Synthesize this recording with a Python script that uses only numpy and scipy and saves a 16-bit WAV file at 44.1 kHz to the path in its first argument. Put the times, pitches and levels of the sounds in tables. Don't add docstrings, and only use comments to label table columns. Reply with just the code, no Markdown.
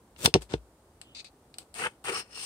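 import sys
import numpy as np
from scipy import signal
from scipy.fft import rfft, irfft, next_fast_len
from scipy.io import wavfile
from scipy.ndimage import uniform_filter1d

SR = 44100
rng = np.random.default_rng(int(sys.argv[2]) if len(sys.argv) > 2 else 0)


def dump(signal):
    limited = np.clip(np.atleast_2d(signal).T, -1, 1)
    pcm = np.round(limited * 32767).astype(np.int16)
    wavfile.write(sys.argv[1], SR, pcm)


N = 108045
TIME = np.arange(N) / SR
MICROPHONE_LAG_S = 0.00019


def from_db(db):
    return 10 ** (np.asarray(db) / 20)


def rms_one(x):
    return x / np.sqrt(np.mean(x ** 2) + 1e-20)


def level(rows, axis=1):
    rows = np.array(rows)
    after_db = rows[-1, axis] if rows[-1, 0] > 2 else -140
    return from_db(np.interp(TIME, rows[:, 0], rows[:, axis], left=-140, right=after_db))


def colour(x, points):
    size = next_fast_len(N + SR // 4) // 2 * 2
    hz, db = np.transpose(points)
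    grid_hz = np.maximum(np.arange(size // 2 + 1) * SR / size, 1)
    gain = from_db(np.interp(np.log(grid_hz), np.log(hz), db))
    cepstrum = irfft(np.log(gain))
    cepstrum[1:size // 2] *= 2
    cepstrum[size // 2 + 1:] = 0
    return irfft(rfft(x, size) * np.exp(rfft(cepstrum)))[..., :N]


def cut(x, hz, kind="low", order=2):
    sections = signal.butter(order, min(hz, SR / 2 - 1000), kind, fs=SR, output="sos")
    return signal.sosfilt(sections, x)


def ring(x, hz, t60):
    r = from_db(-60 / (t60 * SR))
    w = 2 * np.pi * hz / SR
    return signal.lfilter([0, np.sin(w)], [1, -2 * r * np.cos(w), r * r], x + 1e-18)


def resonate(x, hz, width_hz):
    r = np.exp(-np.pi * width_hz / SR)
    feedback = [1, -2 * r * np.cos(2 * np.pi * hz / SR), r * r]
    return signal.lfilter(np.array([1, 0, -1]) * (1 - r * r) / 2, feedback, x)


def burst(t60, size=SR // 5):
    x = rng.standard_normal((2, size)) * from_db(-60 * TIME[:size] / t60)
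    return x / np.sqrt(np.sum(x ** 2, axis=1, keepdims=True))


def add(out, start_s, x):
    first = int(start_s * SR)
    part = out[..., first:first + x.shape[-1]]
    part += x[..., :part.shape[-1]]


def microphones(x):
    return np.array([x, np.interp(TIME - MICROPHONE_LAG_S, TIME, x)])


def pan(x, left_db):
    return x * from_db([[left_db / 2], [-left_db / 2]])


def friction(per_s, spread_db, apart_hz, judder_db=1.5, judder_hz=70):
    happens = rng.random((3, N)) < per_s / SR
    polarity = rng.choice([-1, 1], (3, N))
    strength = from_db(spread_db * np.minimum(rng.exponential(1, (3, N)), 4))
    judder = from_db(judder_db * rms_one(cut(rng.standard_normal(N), judder_hz)))
    clicks = happens * polarity * strength * judder
    shared_bass = cut(microphones(clicks[0]), apart_hz)
    return rms_one(shared_bass + cut(clicks[1:], apart_hz, "high"))


# pitch_hz [Hz], level_db [dB]
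AIR_COLOUR = [(60, -6), (140, -13.5), (380, -13), (900, -19.5), (2400, -34), (6500, -36), (9300, -31),
              (10800, -40)]


def air(air_db=-59.5, apart_hz=1190):
    white = rng.standard_normal((3, N))
    hush = cut(white[0], apart_hz) + cut(white[1:], apart_hz, "high")
    return from_db(air_db) * rms_one(colour(hush, AIR_COLOUR))


# start_s [s], level_db [relative dB], dull_above_hz [Hz]
TOUCHES = [(0.4205, -9, 12100), (1.0145, -6, 8600), (1.2455, -14, 7500), (1.5413, -10, 5800),
           (1.5843, -1.5, 13300), (1.7414, -10, 14000), (2.0412, -11.5, 14000)]
# pitch_hz [Hz], width_hz [Hz], level_db [relative dB]
TOUCH_MODES = [(754, 62, -2.5), (1290, 830, -13.5), (2990, 930, -8), (4300, 1030, -5.5), (8030, 920, -1.5)]


def ticks(snap_t60=0.018, tail_t60=0.13, tail_db=-7, left_db=4):
    touches = np.zeros((2, N))
    for start_s, level_db, dull_hz in TOUCHES:
        touch = burst(snap_t60) + from_db(tail_db) * burst(tail_t60)
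        add(touches, start_s, from_db(level_db) * cut(touch, dull_hz))
    modes = sum(from_db(db) * resonate(touches, hz, width) for hz, width, db in TOUCH_MODES)
    return pan(modes, left_db)


# start_s [s], end_s [s], pitch_hz [Hz], width_hz [Hz], level_db [dB]
SQUEAK_TONES = [(1.033, 1.154, 2970, 350, -64), (1.837, 1.874, 1504, 450, -32),
                (2.061, 2.103, 2960, 595, -39.5), (2.086, 2.133, 411, 111, -39),
                (2.126, 2.17, 1240, 262, -39)]


def squeak():
    out = 0
    for start_s, end_s, hz, width_hz, level_db in SQUEAK_TONES:
        active = ((TIME > start_s) & (TIME < end_s)) * 1.
        swell = uniform_filter1d(active, size=SR // 150)
        narrow = resonate(rng.standard_normal(N), hz, width_hz)
        narrow = rms_one(resonate(narrow, hz, 2 * width_hz))
        out = out + from_db(level_db) * swell * narrow
    return microphones(out)


# start_s [s], length_s [s], level_db [relative dB], fade_over_run_db [dB]
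SLIP_RUNS = [(1.1461, 0.0595, -25.5, 0), (1.2434, 0.042, -28, -14)]
# pitch_hz [Hz], level_db [dB]
SLIP_COLOUR = [(1600, -16.5), (2500, 0.5), (3200, -8.5), (3900, 4), (4700, 4), (5200, -6), (9100, -12),
               (10500, -41)]


def creak(gain_db=11, uneven_db=2, slip_gap_s=0.0046, slip_t60_s=0.058):
    out = np.zeros((2, N))
    for start_s, length_s, level_db, fade_db in SLIP_RUNS:
        for k, (late, size) in enumerate(rng.standard_normal((16, 2))):
            t = max(k + late / 5, 0) * slip_gap_s
            slip_db = level_db + gain_db + fade_db * t / length_s + uneven_db * size
            add(out, start_s + t, (t < length_s) * from_db(slip_db) * burst(slip_t60_s))
    return pan(colour(out, SLIP_COLOUR), left_db=4.5)


# time_s [s], level_db [dB]
RUB_LEVEL = [(.165, -67), (.202, -43.5), (.234, -38), (.255, -22.5), (.283, -51), (.31, -71)]
# pitch_hz [Hz], level_db [dB]
RUB_COLOUR = [(420, 5.5), (1000, -0.5), (1800, -5), (3000, -1.5), (7000, -5), (8400, 1.5), (10500, -10)]
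# start_s [s], peak_s [s], level_db [dB], dull_above_hz [Hz]
SCUFF_EVENTS = [(0.346, 0.364, -36.5, 4500), (0.405, 0.426, -46.5, 11940), (0.487, 0.54, -36.5, 5420),
                (1.576, 1.621, -55, 11800)]


def slide(scuff_fade_db_per_s=649.5):
    rub = rms_one(colour(friction(per_s=3000, spread_db=4.0, apart_hz=1490), RUB_COLOUR))
    out = level(RUB_LEVEL) * rub
    for start_s, peak_s, level_db, dull_hz in SCUFF_EVENTS:
        swell = np.clip((TIME - start_s) / (peak_s - start_s), 0, 1)
        fade = from_db(level_db - scuff_fade_db_per_s * np.maximum(TIME - peak_s, 0))
        out = out + swell * fade * cut(rub, dull_hz)
    return pan(out, left_db=4)


# time_s [s], grind_level_db [dB], hiss_level_db [dB]
LATCH_STROKES = [(1.735, -80, -77), (1.752, -51.5, -46.5), (1.798, -35.5, -38), (1.866, -29, -40),
                 (1.895, -56.5, -62), (2.036, -100, -92), (2.046, -43.5, -44.5), (2.096, -31, -35.5),
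                 (2.114, -41.5, -41.5), (2.162, -37, -39.5), (2.202, -42, -38.5), (2.238, -60, -67),
                 (2.285, -67, -68.5), (2.372, -50, -45), (2.45, -52, -38.5)]
# pitch_hz [Hz], width_hz [Hz], level_db [relative dB]
LATCH_MODES = [(107, 250, -13.5), (474, 77, -2.5), (789, 83, -0.5), (1337, 420, -3), (2014, 107, 0.5),
               (2356, 190, -4), (2933, 270, -2.5)]
# time_s [s], pitch_ratio [ratio]
CONTACT_SHIFT = [(1.77, 0.9), (1.87, 1.077), (2.16, .96)]
# pitch_hz [Hz], level_db [dB]
GRAIN_COLOUR = [(1500, -18), (2900, -0.5), (3700, -8.5), (4300, -4), (7200, -9.5), (9000, 4.5),
                (10500, -22), (16000, -18.5)]
# time_s [s], level_db [dB]
RASP_LEVEL = [(2.12, -50.5), (2.16, -35), (2.21, -42.5), (2.27, -72), (2.36, -43.5), (2.45, -43)]
# pitch_hz [Hz], width_hz [Hz], level_db [relative dB]
RASP_RESONANCES = [(2857, 260, 1), (4346, 232, -3), (5300, 350, 4)]


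def latch(grind_top_hz=3460):
    rub = friction(per_s=2200, spread_db=2.5, apart_hz=1910)
    body = sum((-1) ** k * from_db(db) * resonate(rub, hz, width)
               for k, (hz, width, db) in enumerate(LATCH_MODES))
    grind = rms_one(cut(body, grind_top_hz))
    travel = np.cumsum(np.interp(TIME, *np.transpose(CONTACT_SHIFT))) / SR
    grind = np.array([np.interp(travel, TIME, side) for side in grind])
    grain = friction(per_s=4500, spread_db=0, apart_hz=2500)
    hiss = rms_one(colour(grain, GRAIN_COLOUR))
    rasp = rms_one(sum(from_db(db) * resonate(resonate(rub, hz, width), hz, 2 * width)
                       for hz, width, db in RASP_RESONANCES))
    low = level(LATCH_STROKES) * grind
    high = level(LATCH_STROKES, axis=2) * hiss + level(RASP_LEVEL) * rasp
    return pan(low, left_db=4.5) + pan(high, left_db=5.0)


# left_delay_s [s], right_delay_s [s], gain [ratio]
PANEL_PATHS = [(.00085, .00125, 0.188), (.0023, .0017, 0.23)]


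def panels(x):
    treble = cut(x, 930, "high", order=1)
    out = x
    for left_s, right_s, gain in PANEL_PATHS:
        left = np.interp(TIME - left_s, TIME, treble[0])
        right = np.interp(TIME - right_s, TIME, treble[1])
        out = out + gain * np.array([left, right])
    return out / np.sqrt(1 + sum(row[2] ** 2 for row in PANEL_PATHS))


# start_s [s], level_db [relative dB], deep_sway_share_db [dB], contact_s [s]
BUMPS = [(0.2767, -11.5, -12, 0.00017), (0.3409, -11.5, 22.5, 0.002), (0.3483, -4.5, 12.5, 0.00092),
         (0.3537, -3.5, 12.5, 0.00028), (0.359, -1, -3, 0.00076), (0.5392, -6.5, 7, 0.00089)]
# pitch_hz [Hz], level_db [relative dB], t60_s [s]
HOLLOW_MODES = [(58, -33.5, 0.24), (106, -31, 0.058), (149, -23.5, 0.084), (322.3, -20.5, 0.051),
                (392.3, -17.5, 0.051), (451.4, -12, 0.048), (598.4, -18.5, 0.022), (687, -17.5, 0.019)]


def thumps(left_db=0.5, sway_below_hz=125):
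    knock, sway = np.zeros(N), np.zeros(N)
    for start_s, level_db, sway_db, contact_s in BUMPS:
        push = np.sin(np.pi * np.minimum(TIME / contact_s, 1))
        push = push / push.sum()
        add(knock, start_s, from_db(level_db) * push)
        add(sway, start_s, -from_db(level_db + sway_db) * push)
    box = sum(from_db(db) * ring(sway if hz < sway_below_hz else knock, hz, t60)
              for hz, db, t60 in HOLLOW_MODES)
    return pan(microphones(box), left_db)


# start_s [s], level_db [relative dB], dull_above_hz [Hz]
CONTACTS = [(0.1628, -39.5, 3800), (0.2485, -20, 14100), (0.2587, -1, 10270), (0.3400, -2.5, 7340),
            (0.354, -13.5, 4000), (0.538, -18.5, 4000)]
# pitch_hz [Hz], level_db [dB]
CRACK_COLOUR = [(100, -18.5), (400, -3.5), (1900, 2), (2800, 8), (5800, 4), (7000, -5.5), (9000, 8.5),
                (10500, -13.5), (16000, -1.5)]
# pitch_hz [Hz], level_db [relative dB]
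COVER_RING = [(910, -4), (1464, -4), (2600, -1.5), (3450, -6.5), (4200, -6.5), (5720, 1)]


def clacks(lift_hz=6500, snap_db=6, noise_db=12, left_db=4, crack_t60_s=0.021,
           cover_t60_s=0.042, ring_db=-20, bright_hz=8700):
    cracks, taps = np.zeros((2, N)), np.zeros(N)
    snap = signal.unit_impulse(SR // 5)
    stereo_snap = np.array([snap, np.roll(snap, int(MICROPHONE_LAG_S * SR))])
    for start_s, level_db, dull_hz in CONTACTS:
        crack = from_db(noise_db) * burst(crack_t60_s) + from_db(snap_db) * stereo_snap
        crack = cut(crack, dull_hz)
        lift = (dull_hz / bright_hz - 1) * cut(crack, lift_hz, "high", order=1)
        add(cracks, start_s, from_db(level_db) * (crack + lift))
        add(taps, start_s, from_db(level_db) * cut(snap, dull_hz))
    modes = np.zeros((2, N))
    for k, (hz, level_db) in enumerate(COVER_RING):
        side_signs = [[(-1) ** k], [(-1) ** (k // 2)]]
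        modes += from_db(level_db) * ring(taps, hz, cover_t60_s) * side_signs
    return pan(colour(cracks, CRACK_COLOUR) + from_db(ring_db) * modes, left_db)


def scene(echo_db=-15.5, echo_t60_s=0.094):
    rubbing = panels(slide() + creak() + latch())
    wood = clacks() + ticks() + thumps() + rubbing + squeak()
    echoes = signal.fftconvolve(wood, burst(echo_t60_s, size=16000), axes=1)[:, :N]
    return wood + from_db(echo_db) * echoes + air()


def record(dry):
    clipped = np.clip(cut(dry, 50, "high", order=5), -1, 1)
    top_cut = signal.cheby2(14, 60, 16400, fs=SR, output="sos")
    return signal.sosfilt(top_cut, clipped)


dry = scene()
out = record(dry)
dump(out)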